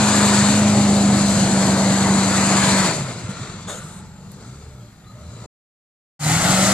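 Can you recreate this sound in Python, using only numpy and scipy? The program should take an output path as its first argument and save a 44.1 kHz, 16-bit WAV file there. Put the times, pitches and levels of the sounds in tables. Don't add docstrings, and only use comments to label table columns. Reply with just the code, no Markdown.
import sys
import numpy as np
from scipy import signal
from scipy.io import wavfile
from scipy.ndimage import uniform_filter1d

SR = 44100
rng = np.random.default_rng(int(sys.argv[2]) if len(sys.argv) > 2 else 0)


def linear_from_db(decibels):
    return 10 ** (np.asarray(decibels, float) / 20)


def dump(signal):
    limited = np.clip(np.atleast_2d(signal).T, -1, 1)
    pcm = np.round(limited * 32767).astype(np.int16)
    wavfile.write(sys.argv[1], SR, pcm)


N = 296793
CUT, BACK = 5.462, 6.192


def evened(x):
    return x / np.sqrt(np.mean(x ** 2) + 1e-20)


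def read(points, hz):
    f, value = np.transpose(points)
    return np.interp(np.log(hz + 1), np.log(f + 1), value)


def unit(magnitude):
    return magnitude / np.sqrt((magnitude ** 2).sum(0) + 1e-20)


def revs(t):
    # time in seconds, firings per second, firing tone in dB.
    course = [(0, 209, -18.5), (.2, 205, -17), (.44, 203, -17), (.6, 209, -16), (.98, 201.5, -16),
              (1.27, 201, -18), (1.53, 195, -19), (2.0, 195, -18), (2.7, 195.5, -21), (2.81, 193, -18),
              (2.855, 185, -28), (2.89, 168, -27), (2.93, 156, -40), (2.98, 147, -38), (3.015, 141, -26),
              (3.08, 126, -33), (3.13, 118, -46), (3.25, 104, -62), (3.45, 46, -56.5), (4.3, 44.2, -59.5),
              (5.03, 46, -66.5), (5.36, 56, -55), (5.47, 57, -54), (6.19, 148, -17.5), (6.28, 154, -17),
              (6.37, 165, -21), (6.39, 168, -23), (6.42, 176, -37), (6.45, 183, -21), (6.55, 188, -20),
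              (6.73, 197, -20)]
    # time of top speed in seconds, extra firings per second,
    # then rise, hold and time constant of the fall, all in seconds.
    blips = [(4.6, 30, .23, .09, .16), (5.26, 28, .16, .02, .03)]
    swell_db_per_firing = 0.73
    extra = 0
    for top, more, rise, hold, fall in blips:
        climb = np.interp(t, [top - rise, top], [0, 1])
        extra = extra + more * climb * np.exp(-np.maximum(t - top - hold, 0) / fall)
    s, rate, db = np.transpose(course)
    return np.interp(t, s, rate) + extra, np.interp(t, s, db) + swell_db_per_firing * extra


def firings():
    return np.cumsum(revs(np.arange(N) / SR)[0]) / SR


def control(t, order):
    # time in seconds, then exhaust burble, roar, clatter and hiss in dB.
    bands = np.array([(0, -23.5, -22, -19, -18.5), (.4, -22.5, -22, -19.5, -18),
                      (.85, -22.5, -22, -27.5, -23.5), (1.35, -20, -22.5, -26, -21.5),
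                      (1.8, -23.5, -20.5, -25.5, -23), (2.3, -23.5, -22, -21.5, -20.5),
                      (2.7, -21.5, -22.5, -19, -17), (2.88, -22, -21, -20, -19.5),
                      (2.95, -24, -28, -27.5, -24.5), (3.05, -29, -33, -33, -32.5),
                      (3.24, -32, -37, -38.5, -38), (3.44, -33.5, -40.5, -37.5, -37),
                      (3.62, -36, -43, -40.5, -42.5), (3.9, -36, -45, -47.5, -48.5),
                      (4.2, -38.5, -49, -53, -53.5), (4.45, -42, -45.5, -50.5, -45.5),
                      (5.02, -47.5, -51.5, -55, -57), (5.299, -42, -46, -51, -48),
                      (5.47, -42.5, -41.5, -48, -46.5), (6.19, -25.5, -20, -18.5, -12),
                      (6.36, -24.5, -29, -20, -22), (6.479, -23.5, -22.5, -18, -18),
                      (6.73, -24, -22.5, -18.5, -17.5)])
    flicker_db = [1.2, .6, .7, .8]
    flicker_s, knot_s = .03, .005
    knots = np.arange(0, N / SR + 1, knot_s)
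    waver = evened(uniform_filter1d(rng.standard_normal(len(knots)), max(round(flicker_s / knot_s), 1)))
    return np.interp(t, bands[:, 0], bands[:, order]) + flicker_db[order - 1] * np.interp(t, knots, waver)


def noise(size, magnitude, patchy_db):
    # frequency in Hz, left-right likeness as a share.
    likeness = [(60, 0.95), (290, 0.96), (620, 1), (1360, 0.9), (2500, 0.51), (4200, 0.91), (5600, 0.18),
                (7500, .62), (12000, 0.2)]
    # frequency in Hz, left minus right in dB.
    balance = [(60, -1.5), (300, 0), (700, -0.1), (1240, 3.5), (2300, 0), (3300, 2), (4200, 8.5),
               (5500, -1), (6500, 8), (7500, 7), (8500, -3), (10000, 0.5), (12500, -2.5)]
    # frequency in Hz, radians by which left leads.
    phase_lead = [(100, 0), (700, 0.5), (1460, 1), (2240, 0.45), (3190, 2.12), (4130, 2.12), (4900, 1),
                  (5770, 5.5), (7900, 1.2), (8700, 3.5), (12000, 2)]
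    # time in seconds, share of that phase lead.
    side = [(0, 0.53), (5.5, 0.82), (6.1, -0.81), (6.8, -0.57)]
    ripple_db, ripple_s = 1.8, .25
    hop = size // 4
    t, hz = np.arange(N // hop + 5) * hop / SR, np.fft.rfftfreq(size, 1 / SR)[:, None]
    a, b, c, d, patches, ridges = rng.standard_normal((len(t), len(hz), 6)).T
    ridges = evened(uniform_filter1d(ridges, round(ripple_s * SR / hop), 1))
    patches = uniform_filter1d(patches, size // 80, 0)
    patches = evened(uniform_filter1d(patches, 3000 // hop, 1))
    same = np.clip(read(likeness, hz), -1, 1)
    common, other = a + 1j * b, c + 1j * d
    lead = np.exp(1j * read(phase_lead, hz) * np.interp(t, *np.transpose(side)))
    tilt = linear_from_db(read(balance, hz) / 2)
    left = common * lead * tilt
    right = (same * common + np.sqrt(1 - same ** 2) * other) / tilt
    z = np.array([left, right]) * magnitude(t, hz) * linear_from_db(patchy_db * patches + ripple_db * ridges)
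    return signal.istft(z, nperseg=size, noverlap=size - hop)[1][:, :N] * np.sqrt(2 / 3)


def exhaust():
    # dB of each eighth of the firing tone, whole multiples first, repeating.
    cylinders = [0, -18, -30.5, -15, -12.5, -20, -16, -25.5]
    # frequency in Hz, level in dB.
    pipe = [(25, -35.5), (45, -19.5), (60, -21), (77, -10.5), (95, -7), (122, 4.5), (150, -4.5),
            (200, -2.5), (245, -6.5), (300, -12), (420, -22.5), (800, -59)]
    # firings per second, dB per octave above the firing tone.
    dulling = [(45, -6.5), (61, -9.5), (80, -22), (200, -18.5)]
    beat_turns = .58
    step = 20
    t = np.arange(0, N + step, step) / SR
    rate, tone_db = revs(t)
    share = np.arange(1, 41)[:, None] / 8
    db = np.roll(np.resize(cylinders, len(share)), -1)[:, None]
    db = db + read(pipe, share * rate) - read(pipe, rate)
    db += tone_db + read(dulling, rate) * np.maximum(np.log2(share), 0)
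    waver = evened(uniform_filter1d(rng.standard_normal((len(share), len(t))), 160, axis=1))
    db += waver * np.where(share == 1, .7, 1.3)
    phase = 2 * np.pi * (share * np.cumsum(rate) * step / SR + beat_turns)
    tone = (np.sqrt(2) * linear_from_db(db) * np.cos(phase)).sum(0)
    return signal.resample_poly(tone, step, 1)[:N] * linear_from_db([[.1], [-.1]])


def burble():
    # frequency in Hz, relative dB per Hz.
    load_burble = [(30, -37), (60, -14), (90, -9.5), (140, 5), (200, -1.5), (260, -0.5), (320, -3),
                   (450, -51)]
    # frequency in Hz, relative dB per Hz.
    idle_burble = [(29, -40), (50, -30), (114, 4.5), (150, -1), (183, 7.5), (221, -4), (248, -6),
                   (275, -17), (330, -29), (430, -47), (730, -120)]

    def magnitude(t, hz):
        idling = (t > 2.95) & (t < BACK - .3)
        db = np.where(idling, read(idle_burble, hz), read(load_burble, hz))
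        return unit(linear_from_db(db)) * linear_from_db(control(t, order=1))
    turns = firings()
    each_db = 0.53 * rng.standard_normal(int(np.ceil(turns[-1] + 2)))
    blow_db = np.interp(turns, np.arange(turns[-1] + 2), each_db)
    return linear_from_db(blow_db) * noise(2048, magnitude, patchy_db=0.66)


def engine_noise():
    # frequency in Hz, relative dB per Hz.
    climb_noise = [(160, -20.5), (280, -3.5), (460, -10), (570, -5.5), (890, -8.5), (1320, -11),
                   (2170, -16), (3170, -23), (4420, -18), (5470, -26), (7370, -15.5), (8000, -18.5),
                   (8980, -26.5), (10800, -30.5), (14500, -52.5)]
    # frequency in Hz, relative dB per Hz.
    idle_noise = [(160, -36.5), (280, -6.5), (409, -11), (491, -11.5), (533, -14.5), (1020, -14.5),
                  (1340, -10), (1670, -17.5), (1810, -14.5), (2970, -19.5), (4070, -13), (5750, -18),
                  (7370, -11.5), (8550, -19), (14500, -46)]
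    # frequency in Hz, relative dB per Hz.
    pass_noise = [(160, -36), (280, -6.5), (452, -23), (551, -9.5), (742, -7.5), (890, -13), (966, -19.5),
                  (1320, -10.5), (1560, -18.5), (2000, -13), (2320, -19), (3170, -17), (5660, -15),
                  (7490, -10.5), (14500, -31)]
    roar_top_hz, clatter_top_hz = 890, 2940

    def magnitude(t, hz):
        idling = np.clip((t - 2.85) / 0.45, 0, 1)
        db = (1 - idling) * read(climb_noise, hz) + idling * read(idle_noise, hz)
        shape = linear_from_db(np.where(t > CUT + .2, read(pass_noise, hz), db))
        low, high = (1 / (1 + (hz / top) ** 6) for top in (roar_top_hz, clatter_top_hz))
        power = 0
        for order, share in ((2, low), (3, high - low), (4, 1 - high)):
            power = power + (unit(shape * np.sqrt(share)) * linear_from_db(control(t, order))) ** 2
        return np.sqrt(power)
    pulse = 1 + .08 * np.cos(2 * np.pi * firings())
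    return noise(512, magnitude, patchy_db=.8) * pulse


def rumble():
    # frequency in Hz, relative dB per Hz.
    air = [(12, -57), (20, -25), (70, -13.5), (91, -41.5), (150, -120)]
    # frequency in Hz, relative dB per Hz.
    hiss = [(3000, -27), (8000, -17.5), (10000, -1), (14600, -7.5)]
    air_db, hiss_db, second_shot_db = -51.5, -62, 12.5

    def magnitude(t, hz):
        low = linear_from_db(air_db) * unit(linear_from_db(read(air, hz)))
        high = linear_from_db(hiss_db) * unit(linear_from_db(read(hiss, hz)))
        return low * linear_from_db(np.where(t > CUT, second_shot_db, 0)) + high
    return noise(4096, magnitude, patchy_db=1.5)


def thumps():
    # start in seconds, peak of the envelope in dB, frequency in Hz.
    beats = [(3.241, -24.5, 104), (3.284, -24, 127), (3.288, -23, 194), (3.411, -27, 131),
             (3.534, -32, 181), (3.659, -29, 187), (3.779, -36, 201), (3.844, -29, 153), (3.939, -33, 202),
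             (4.612, -43, 101), (4.676, -34, 124), (5.054, -37, 113.6), (5.285, -35, 110),
             (5.344, -31, 112), (5.39, -38, 116), (5.436, -37, 109)]
    peak_s = .009
    out, t = np.zeros(N), np.arange(3000) / SR
    envelope = t / peak_s * np.exp(1 - t / peak_s)
    for s, db, hz in beats:
        out[round(s * SR):][:len(t)] += linear_from_db(db) * np.sin(2 * np.pi * hz * t) * envelope
    return out


def resonate(x, hz, width):
    turn, r = np.exp(2j * np.pi * np.cumsum(hz) / SR), np.exp(-np.pi * width / SR)
    return 2 * (turn * signal.lfilter([1 - r], [1, -r], x / turn)).real


def lines(rows, scoop_share=0, swell_db=-17, fade_db=-4.5):
    scoop_s, swell_share = .009, 0.13
    out = np.zeros(N)
    for s, length, from_hz, to_hz, db, width, clean in rows:
        t = np.arange(0, length, 1 / SR)
        hz = from_hz + (to_hz - from_hz) * t / length
        hz = hz * (1 - scoop_share * np.exp(-t / scoop_s))
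        fuzz = evened(resonate(resonate(rng.standard_normal(len(t)), hz, width), hz, width))
        sine = np.sin(2 * np.pi * np.cumsum(hz) / SR)
        tone = np.sqrt(1 - clean) * fuzz + np.sqrt(2 * clean) * sine
        swell = linear_from_db(db + np.interp(t / length, [0, swell_share, 1], [swell_db, 0, fade_db]))
        out[round(s * SR):][:len(t)] += tone * swell * signal.windows.tukey(len(t), .08)
    return out * linear_from_db([[1.5], [-1.5]])


def rings():
    # start in seconds, length in seconds, pitch in Hz, level in dB at the top of the swell,
    # width in Hz.
    panel = [(3.26, .14, 1390, -43, 110), (3.34, .2, 1230, -47, 220), (3.4, .2, 1450, -49, 260),
             (3.28, .24, 1850, -48, 260), (3.3, .16, 2350, -51, 260), (3.28, .3, 4150, -50, 300),
             (3.76, .3, 1330, -51, 320), (3.85, .4, 860, -54, 90), (4.38, .3, 1330, -55, 200),
             (4.74, .1, 1320, -55, 130), (5.05, .1, 1250, -53, 70), (5.17, .11, 1300, -54, 180),
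             (5.3, .17, 1270, -51, 170)]
    return lines([(s, length, hz, hz, db, width, 0) for s, length, hz, db, width in panel])


def puffs():
    # start in seconds, level in dB that the decay starts from, rise in seconds,
    # time to fall 60 dB in seconds, time of shutting in seconds, brightness in dB per octave.
    bursts = [(3.668, -23.5, 0.029, 0.47, 4.0, 2), (3.675, -37, 0.03, 2.9, 4.04, 5),
              (6.1, -56, 0.057, 2.5, 5, 2.5), (4.9, -51.5, .02, 1.5, 4.8, 3), (5.4, -36, 0.01, 0.23, 4, -4),
              (3.29, -32, .01, 0.23, 4, 2.5)]
    # frequency in Hz, relative dB per Hz before the brightness.
    colour = [(240, -45), (400, 0), (576, 12.5), (817, -2), (1400, 5), (1530, 0), (2400, -13), (3660, -10),
              (5040, -22), (6850, -11), (8500, -11), (10100, -20.5), (12400, -29), (13200, -56)]

    def magnitude(t, hz):
        power = 0
        for s, db, rise, t60, shut, bright_db in bursts:
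            age = np.maximum(t - s, 0)
            opening, closing = np.clip(age / rise, 0, 1), np.clip((shut - t) / .05, 0, 1)
            swell = linear_from_db(db - 60 * age / t60) * opening * closing
            shape = unit(linear_from_db(read(colour, hz) + bright_db * np.log2(hz + 1)))
            power = power + (swell * shape) ** 2
        return np.sqrt(power)
    return noise(256, magnitude, patchy_db=1.2)


def whistles():
    # start in seconds, length in seconds, first and last pitch in Hz, level in dB at the top
    # of the swell, width in Hz, clean share from 0 to 1.
    glides_and_peeps = [(3.67, .078, 3440, 3700, -39.5, 300, .1), (3.668, .13, 6700, 6950, -38, 900, 0),
                        (3.76, .1, 4000, 4100, -52, 260, 0), (4.0, .28, 7950, 7020, -60, 130, .15),
                        (4.69, .19, 602, 592, -54, 20, .75), (5.12, .34, 590, 610, -52, 90, 0),
                        (4.795, .04, 3270, 3270, -64, 100, .2), (4.87, .04, 3250, 3250, -64, 100, .2)]
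    return lines(glides_and_peeps)


def hums():
    # start in seconds, length in seconds, first and last pitch in Hz, level in dB at the top
    pipe_tones = [(3.9, .25, 190, 170, -41), (3.93, .45, 92, 88, -51), (4.19, .22, 150, 150, -43),
                  (4.22, .2, 192, 196, -44), (5.13, .11, 108, 134, -40)]
    width_hz, clean = 12, .6
    return lines([(*row, width_hz, clean) for row in pipe_tones])


def ticks():
    # start in seconds, level in dB at the start, before the band filter.
    snaps = [(4.317, -35), (4.3301, -43)]
    out, t = np.zeros((2, N)), np.arange(600) / SR
    for s, db in snaps:
        start = round(s * SR)
        out[:, start:start + len(t)] += rng.standard_normal((2, len(t))) * linear_from_db(db - 60 * t / 0.0246)
    return signal.sosfilt(signal.butter(2, (6500, 13000), "bandpass", fs=SR, output="sos"), out)


def squeaks():
    # start in seconds, length in seconds, first and last pitch in Hz, level in dB,
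    # depth of the scoop as a share of the pitch.
    springs = [(5.042, .08, 4070, 4020, -58.5, .2), (5.224, .09, 4200, 3960, -59, .15),
               (5.335, .08, 3940, 4020, -59, 0)]
    width_hz, clean = 140, .45
    return sum(lines([(*row[:5], width_hz, clean)], row[5], swell_db=0, fade_db=0) for row in springs)


def scene():
    engine = exhaust() + burble() + engine_noise() + thumps()
    tones = rings() + whistles() + hums() + squeaks()
    return engine + rumble() + tones + puffs() + ticks()


def speckle(x):
    # frequency in Hz, dB against the 5-9 kHz level that a spot must reach to be heard.
    bar = [(8000, -40), (9500, -27), (11000, -15), (12500, -23), (14500, -18)]
    ragged_db = 5
    hz, _, z = signal.stft(x, SR, nperseg=1024)
    power = (abs(z) ** 2).sum(0)
    spot = uniform_filter1d(uniform_filter1d(power, size=3, axis=0), size=3, axis=1)
    treble = uniform_filter1d(spot[(hz > 5000) & (hz < 9000)].mean(0), size=9)
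    wander = uniform_filter1d(rng.standard_normal(spot.shape), size=5, axis=0)
    wander = evened(uniform_filter1d(wander, size=6, axis=1))
    bar_db = read(bar, hz)[:, None] + ragged_db * wander
    kept = (spot > treble * linear_from_db(bar_db) ** 2) | (hz[:, None] < bar[0][0])
    return signal.istft(z * kept, SR, nperseg=1024)[1][:, :N]


def band_limit(x):
    return signal.sosfilt(signal.butter(12, 14680, fs=SR, output="sos"), x)


def record(dry):
    fade_out_s, fade_in_s = .003, 0.13
    t = np.arange(N) / SR
    first_shot = np.clip((CUT - t) / fade_out_s, 0, 1)
    second_shot = np.clip((t - BACK) / fade_in_s, 0, 1)
    mix = speckle(dry) * np.where(t < BACK, first_shot, second_shot)
    return band_limit(mix)


dry = scene()
out = record(dry)
dump(out)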